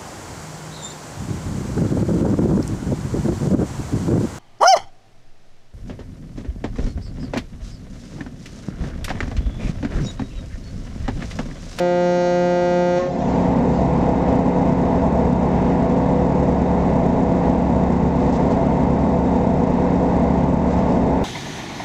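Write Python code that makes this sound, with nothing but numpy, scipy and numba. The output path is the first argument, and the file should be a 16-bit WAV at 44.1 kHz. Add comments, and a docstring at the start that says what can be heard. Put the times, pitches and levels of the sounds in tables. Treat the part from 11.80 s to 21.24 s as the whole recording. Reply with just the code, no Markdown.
"""Ferry horn in fog

A ferry creeps through fog; its air horn ends a long blast a few metres from a small camera on deck.
The horn is a stack of pure tones plus air hiss; wavering copies of the tones return from wooded shores.
The camera's gain control then lets the drone rise again: a generator and two main diesels made of
steady tones, exhaust roar and ringing hull plates made of filtered noise, and hiss bursts for water."""
import sys
import numpy as np
from scipy import signal
from scipy.fft import rfft, irfft, next_fast_len
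from scipy.io import wavfile
from scipy.ndimage import uniform_filter1d
from numba import njit

SR = 44100
rng = np.random.default_rng(int(sys.argv[2]) if len(sys.argv) > 2 else 0)


def wav_out(sig):
    """Save sig, one row per channel (or a flat mono array), as 16-bit PCM at SR to the path in sys.argv[1]."""
    wavfile.write(sys.argv[1], SR, np.round(np.clip(np.atleast_2d(sig).T, -1, 1) * 32767).astype(np.int16))


N = 416304  # length in samples
T = np.arange(N) / SR  # time in seconds
# All levels below apply before the camera's gain control.
HORN_HZ = 176.84  # pitch of the open horn
GENERATOR_HZ = 29.93  # turns per second


def undb(db):
    """Turn decibels into a plain multiplier."""
    return np.exp(np.asarray(db) * (np.log(10) / 20))


def level(x, db):
    """Scale a sound to a chosen average (rms) level."""
    return x * undb(db) / np.sqrt(np.mean(x ** 2))


def walk(rate, size=N):
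    """Smooth random wander with about rate turns a second, spread near 1."""
    draws = rng.standard_normal(int(2 * rate * size / SR) + 5)
    knots = np.convolve(draws, [.5, .7, .5], "valid")
    return np.interp(np.arange(size) * 2 * rate / SR, np.arange(len(knots)), knots)


def band(lo_hz, hi_hz, colour=None):
    """Noise between two edges with sloping sides, shaped by (Hz, dB) points if given."""
    size = next_fast_len(N)
    hz = np.fft.rfftfreq(size, 1 / SR) + 1
    off_centre = np.abs(np.log(hz ** 2 / (lo_hz * hi_hz))) / np.log(hi_hz / lo_hz)
    gain = np.clip(1 - off_centre, 0, 1) ** .5
    if colour is not None:
        colour_hz, colour_db = np.array(colour).T
        gain = gain * undb(np.interp(np.log(hz), np.log(colour_hz), colour_db))
    random_phases = np.exp(2j * np.pi * rng.random(len(hz)))
    return irfft(gain * random_phases, size)[:N]


def causal_phases(db):
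    """Phases that make a row of harmonics one sharp puff and its ringing."""
    ceps = irfft(np.log(undb(np.r_[db[0], db, db[-1]])))
    ceps[len(ceps) // 2 + 1:] = 0
    return 2 * rfft(ceps).imag[1:-1]


@njit
def follow(x, attack, release, start):
    """Loudness follower that rises quickly and falls slowly."""
    e, out = start, np.empty(len(x))
    for i in range(len(x)):
        a = abs(x[i])
        e += (a - e) * (attack if a > e else release)
        out[i] = e
    return out


def shape(t, start, end, db, rise, sag, fall):
    """Gain that climbs to db at start, sags until end, then falls away; rates in dB per s."""
    climbing = rise * np.clip(start - t, 0, None)
    sagging = sag * np.clip(t - start, 0, end - start)
    falling = fall * np.clip(t - end, 0, None)
    return undb(db - climbing - sagging - falling)


# Water slapping the side: start_s, level_db (at the start), fall_s (time to fall 60 dB)
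SPLASHES = [(2.68, -49.5, 0.03), (4.62, -53, 0.47), (6.12, -48, 0.24), (6.4, -51, 1.16), (6.525, -46, 0.22),
            (6.7, -50.5, 0.3), (7.03, -52, 0.02), (8.9, -50.5, 1.63), (9.12, -53, 0.25)]


def water():
    """Short bursts of spray hiss: each starts at once and dies away, flickering."""
    bursts = 0
    for start_s, level_db, fall_s in SPLASHES:
        bursts = bursts + (T > start_s) * undb(level_db - 60 * np.abs(T - start_s) / fall_s)
    softened = uniform_filter1d(bursts, size=300)
    return softened * level(band(1800, 12000), 0) * undb(3.0 * walk(60))


# Tone colour of the roar, as relative levels: pitch_hz, level_db (per Hz)
ROAR_COLOUR = [(25, -12), (42, -18.5), (60, -11), (100, -10.5), (190, -10), (260, -7.5), (305, -10),
               (480, -8.5), (560, -13.5), (900, -13), (1310, -31.5), (2050, -33), (3050, -44.5),
               (5000, -50.5)]


def roar():
    """Exhaust and machinery noise: bands swell together, flicker alone and throb with the firings."""
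    out, swell = 0, walk(9.0)
    throb = np.sin(2 * np.pi * 3 * GENERATOR_HZ * T)  # three generator firings a turn
    for hz in 20 * 2. ** np.arange(.5, 8.1, .5):
        high = min(hz / 1500, 1)  # higher bands swell and throb more
        flicker_db = high * (0.56 * swell + 0.81 * throb) + 0.38 * walk(8)
        out = out + undb(flicker_db) * band(hz / np.sqrt(2), hz * np.sqrt(2), ROAR_COLOUR)
    return level(out, -21.5)


# Plates that ring on the roar: pitch_hz, half_width_hz, level_db (rms)
HULL_PLATES = [(147.1, 35, -33), (230.75, 45, -27), (585.6, 28, -39.5), (668.26, 8.9, -32.5),
               (878.4, 74, -39), (2601, 160, -60), (3697, 210, -61)]


def hull():
    """Ringing steel plates, each a narrow band of noise around its own pitch."""
    return sum(level(band(hz - half, hz + half), db) for hz, half, db in HULL_PLATES)


# A faint whine near 7.85 kHz, then its mirror about 8 kHz made by the camera's sampling:
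# pitch_hz, level_db (peak, before the throb)
WHINE_AND_MIRROR = [(7851, -70), (8148, -69)]


def whine_and_mirror():
    """A faint whine and its mirror from the camera's sampling; both throb once a generator turn."""
    tones = sum(undb(db) * np.sin(2 * np.pi * hz * T) for hz, db in WHINE_AND_MIRROR)
    return tones * (1 + np.sin(2 * np.pi * GENERATOR_HZ * T))


def engine(hz, orders, unsteady, waver_db, start_turns=0, count=8):
    """Multiples of one turning rate that drifts a little; each multiple wavers in level."""
    # made at 1 / count of the sample rate, so walk rates are multiplied by count
    size = N // count + 1
    speed = hz * (1 + unsteady * walk(.5 * count, size=size))
    turn = 2 * np.pi * np.cumsum(speed) * count / SR
    loudest = max(orders, key=lambda row: row[1])[0]
    slow = 0
    for multiple, db in orders:
        gain = np.sqrt(2) * undb(db + waver_db * walk(3.0 * count, size=size))
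        # the loudest starts at start_turns, the others anywhere
        offset = start_turns if multiple == loudest else rng.random()
        slow = slow + gain * np.sin(int(multiple) * turn + 2 * np.pi * offset)
    return signal.resample_poly(slow, count, 1)[:N]


# Generator tones: multiple (of its turning rate), level_db (rms)
GENERATOR_TONES = [(1, -40), (2, -34), (3, -49), (4, -40), (5, -33), (6, -23), (8, -29), (9, -25.5),
                   (12, -42), (13, -40), (19, -40.5), (21, -35.5), (24, -38), (25, -41.5), (27, -37),
                   (30, -45.5), (31, -41), (32, -42.5), (35, -46), (36, -50.5), (37, -50.5), (39, -61.5),
                   (40, -63.5), (41, -63), (42, -60.5), (44, -59.5), (47, -55.5), (49, -54.5), (56, -67.5),
                   (59, -57), (62, -57), (65, -63), (66, -55), (67, -67.5), (70, -55), (72, -64.5),
                   (73, -68.5), (87, -67.5)]


def generator():
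    """A fast, steady engine: tones at multiples of its turning rate."""
    # the start, in turns, sets when its hum and the horn's lowest partial throb together
    return engine(GENERATOR_HZ, GENERATOR_TONES, 0.0002013, 1.2, start_turns=0.34)


# Port diesel tones: multiple (of 8.857 Hz), level_db (rms)
PORT_TONES = [(5, -47.5), (13, -37.5), (14, -42), (16, -32), (18, -41.5), (19, -46.5), (28, -33), (47, -45),
              (52, -40.5), (56, -31.5), (58, -50), (60, -37), (72, -40), (76, -36.5), (80, -41), (94, -55),
              (97, -44), (100, -39.5), (110, -47)]


def port_diesel():
    """The first main engine: tones at multiples of its slow cycle."""
    return engine(8.857, PORT_TONES, 0.000515, 2.0)


# Starboard diesel tones: multiple (of 8.775 Hz), level_db (rms, relative to the hum level)
STARBOARD_TONES = [(6, -18), (8, 1.5), (10, -12), (16, -8.5), (24, -3.5), (38, -13), (42, -20.5), (56, -9)]
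HUM_DB, HUM_FULL_S, HUM_RISE_DB_S = -28.5, 3.2, 2.5  # the hum grows at first
BEAT_HZ, BEAT_PEAK_S, BEAT_DEPTH = .77, 7.36, 0.33


def starboard_diesel():
    """The second main engine; its hum swells regularly, as diesels drifting in and out of step do."""
    hum = undb(HUM_DB - HUM_RISE_DB_S * np.clip(HUM_FULL_S - T, 0, None))
    beat = 1 + BEAT_DEPTH * np.cos(2 * np.pi * BEAT_HZ * (T - BEAT_PEAK_S))
    return hum * beat * engine(8.775, STARBOARD_TONES, 0.0010247, 0.99)


# The blast returning: start_s, end_s, level_db (of the 20th multiple, before it wavers), sag_db_per_s
SHORE_ECHOES = [(0, 1.2, -60, 5.5), (1.3, 1.68, -50.5, 31), (1.93, 2.6, -59, 40)]
SHORE_RISE_DB_S, SHORE_FALL_DB_S = 199.5, 170.5
SHORE_TILT_DB = -4.5  # per octave


def shores(size=120000):
    """Many trees at many distances: each partial returns with its own restless size and phase."""
    t = T[:size]
    echo = 0
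    for multiple in range(8, 44):
        gain = undb(SHORE_TILT_DB * np.log2(multiple / 20)) * walk(70, size=size)
        echo = echo + gain * np.cos(2 * np.pi * (multiple * HORN_HZ * t + rng.random()))
    loudness = sum(shape(t, start_s, end_s, level_db, SHORE_RISE_DB_S, sag, SHORE_FALL_DB_S)
                   for start_s, end_s, level_db, sag in SHORE_ECHOES)
    return np.pad(loudness * echo, (0, N - size))


SHUT_S = 1.185  # the valve shuts
LIFT_HZ, LIFT_S = 2.7, .012  # the pitch jumps as the pressure drops

# Open horn: multiple (of the horn pitch), level_db (peak, before the rasp and waver)
OPEN_TONES = [(1, -5), (2, -3), (3, 1), (4, -6.5), (5, -12.5), (6, -30), (7, -22.5), (8, -19.5), (9, -20),
              (10, -30), (11, -21.5), (12, -27.5), (13, -28.5), (14, -29), (15, -38.5), (16, -30.5),
              (17, -33), (18, -39.5), (19, -35), (20, -34.5), (21, -37.5), (22, -37.5), (23, -34.5),
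              (24, -43.5), (25, -34), (26, -44.5), (27, -38), (28, -41.5), (29, -50), (30, -37), (31, -42),
              (32, -30.5), (33, -36), (34, -52.5), (35, -35.5), (36, -41), (37, -35), (38, -46), (39, -50),
              (40, -43.5), (41, -57.5), (42, -44.5), (43, -51.5), (44, -54.5), (45, -64)]
# Changing level of the horn's treble: time_s, low_db (around 4.3 kHz), high_db (around 6 kHz)
RASP_LEVELS = [(0, 2.5, -4.5), (.19, 0.5, -6), (.27, 1.5, -0.5), (.47, 4.5, 1), (.6, 1.5, -2.5),
               (1.2, 1, -2)]
RASP_WAVER_DB = .055  # per multiple: moving air makes the high partials waver more


def open_horn(t, turn):
    """The diaphragm chops compressed air into puffs; also returns each partial's starting phase."""
    time_s, low_points, high_points = np.transpose(RASP_LEVELS)
    low_db, high_db = np.interp(t, time_s, low_points), np.interp(t, time_s, high_points)
    multiples, levels_db = np.transpose(OPEN_TONES)
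    # within each cycle the higher partials arrive later: every puff sweeps upward
    lag = causal_phases(levels_db) - .15 * multiples ** 2
    # nearby steel scatters the treble
    lag = lag + np.clip((multiples - 12) / 6, 0, 1.5) * rng.standard_normal(len(multiples))
    steady = 0
    for m, db, phase in zip(multiples, levels_db, lag):
        rasp_db = low_db * np.exp(-((m - 24) / 4) ** 2) + high_db * np.exp(-((m - 33) / 6) ** 2)
        waver_db = RASP_WAVER_DB * m * walk(2.5, size=len(t))
        steady = steady + undb(db + rasp_db + waver_db) * np.cos(m * turn + phase)
    return steady, lag


# Closing horn: multiple (of the lifted pitch), level_db (peak, before dulling and break-up)
CLOSING_TONES = [(1, -19), (2, -7), (3, -0.5), (4, -13), (5, -29.5), (6, -13.5), (7, -26), (8, -30),
                 (9, -34.5), (10, -23), (11, -30), (12, -26), (13, -35), (14, -31.5), (15, -37), (16, -35),
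                 (17, -42), (18, -34.5), (19, -47.5), (20, -39), (21, -38.5), (22, -32), (23, -37.5),
                 (24, -39.5), (25, -34.5), (26, -37), (27, -39.5), (28, -38), (29, -50.5), (30, -40),
                 (31, -37.5), (32, -40.5), (33, -51.5), (34, -32), (35, -42), (36, -36), (37, -42),
                 (38, -41), (39, -45.5), (40, -37)]
CLOSING_DULL_DB_S = 4  # per multiple: the high partials die first


def closing_horn(t, turn, lag):
    """The tone on the last air: the pitch lifts and the high partials break up most."""
    since_lift = np.clip(t - SHUT_S + LIFT_S, 0, None)
    lift = LIFT_HZ * (1 - np.exp(-since_lift / LIFT_S))
    lifted = turn + 2 * np.pi * np.cumsum(lift) / SR
    skip = SR  # the first second is left silent
    since_shut = np.clip(t - SHUT_S, 0, None)[skip:]
    closing = 0
    for (m, db), phase in zip(CLOSING_TONES, lag):
        break_up = 1 + min(m / 20, .8) * walk(34.9, size=len(t) - skip)
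        gain = undb(db - CLOSING_DULL_DB_S * m * since_shut) * break_up
        closing = closing + gain * np.cos(m * lifted[skip:] + phase)
    return np.pad(closing, (skip, 0))


# Horn ringing back: multiple (of the horn pitch), level_db (relative to the ring's own level)
RING_TONES = [(1, -9.5), (2, 2), (3, -3.5), (4, 3.5), (5, -10), (6, -28.5), (7, -33.5), (8, -34.5),
              (9, -26), (10, -27)]


def deckhouse_ring(t):
    """The open tone ringing back off the deckhouse, each partial flickering in level."""
    return sum(undb(db + 3.0 * walk(22, size=len(t)))
               * np.cos(2 * np.pi * (m * HORN_HZ * t + rng.random())) for m, db in RING_TONES)


def horn(size=68000):
    """Open blast, lingering treble, closing tone and ring, joined where the valve shuts."""
    t = T[:size]
    turn = 2 * np.pi * HORN_HZ * t
    steady, lag = open_horn(t, turn)
    closing = closing_horn(t, turn, lag)
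    ring = deckhouse_ring(t)
    # escaping air hisses, harder while the diaphragm is open in each cycle
    hiss = level(band(900, 5000), -40) + level(band(3000, 9000), -47.5)
    air = (1 + .5 * np.cos(turn)) * hiss[:size]
    blast = steady + air
    # the open tone's treble lingers between the steel walls nearby
    treble = signal.sosfilt(signal.butter(4, 1150, "high", fs=SR, output="sos"), blast)

    # the tank pressure sinks, then the open tone is cut
    open_gain = shape(t, 0, SHUT_S, db=0, rise=0, sag=4, fall=1000)
    linger_gain = shape(t, SHUT_S, SHUT_S + .09, db=-9, rise=1000, sag=60, fall=1000)
    taken, late = SHUT_S + LIFT_S, SHUT_S + .125  # closing tone and ring reach their peaks
    closing_gain = shape(t, taken, taken + .095, db=-5.5, rise=900, sag=40, fall=501)
    ring_gain = shape(t, late, late + .08, db=-22.5, rise=451, sag=20, fall=170)
    sound = open_gain * blast + linger_gain * treble + closing_gain * (closing + air) + ring_gain * ring
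    return np.pad(sound, (0, N - size))


def scene():
    """Add up all the layers."""
    drone = generator() + port_diesel() + starboard_diesel()
    machinery_noise = roar() + hull()
    return (water() + machinery_noise + whine_and_mirror() + drone + shores() + horn())[None]


def record(dry):
    """Gain control holds the level, loud swings carry a gritty hiss, the top rolls off and is cut."""
    x = dry[0]
    start = np.abs(x[:2000]).mean() * 2.03
    heard = follow(x, 1 / (0.00693 * SR), 1 / (.08 * SR), start)
    # a second stage makes the gain slow to let go
    heard = follow(heard, 1 / (0.007 * SR), 1 / (.06 * SR), heard[0])
    x = x * undb(-12.5) / heard
    swing = uniform_filter1d(x ** 2, size=300) ** .5
    x = x + undb(-35.5) * swing * level(band(2900, 20000), 0)
    rounded = np.tanh(.4 * x) / .4  # peaks are softly squashed
    x = np.convolve(rounded, signal.firwin(65, 8000, window=("kaiser", 6), fs=SR), "same")
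    x = x * np.clip(np.minimum(T, T[::-1]) / .003, 0, 1)  # no click at either end
    return signal.sosfilt(signal.ellip(8, .2, 40, 8900, fs=SR, output="sos"), x)[None]


dry = scene()
out = record(dry)
wav_out(out)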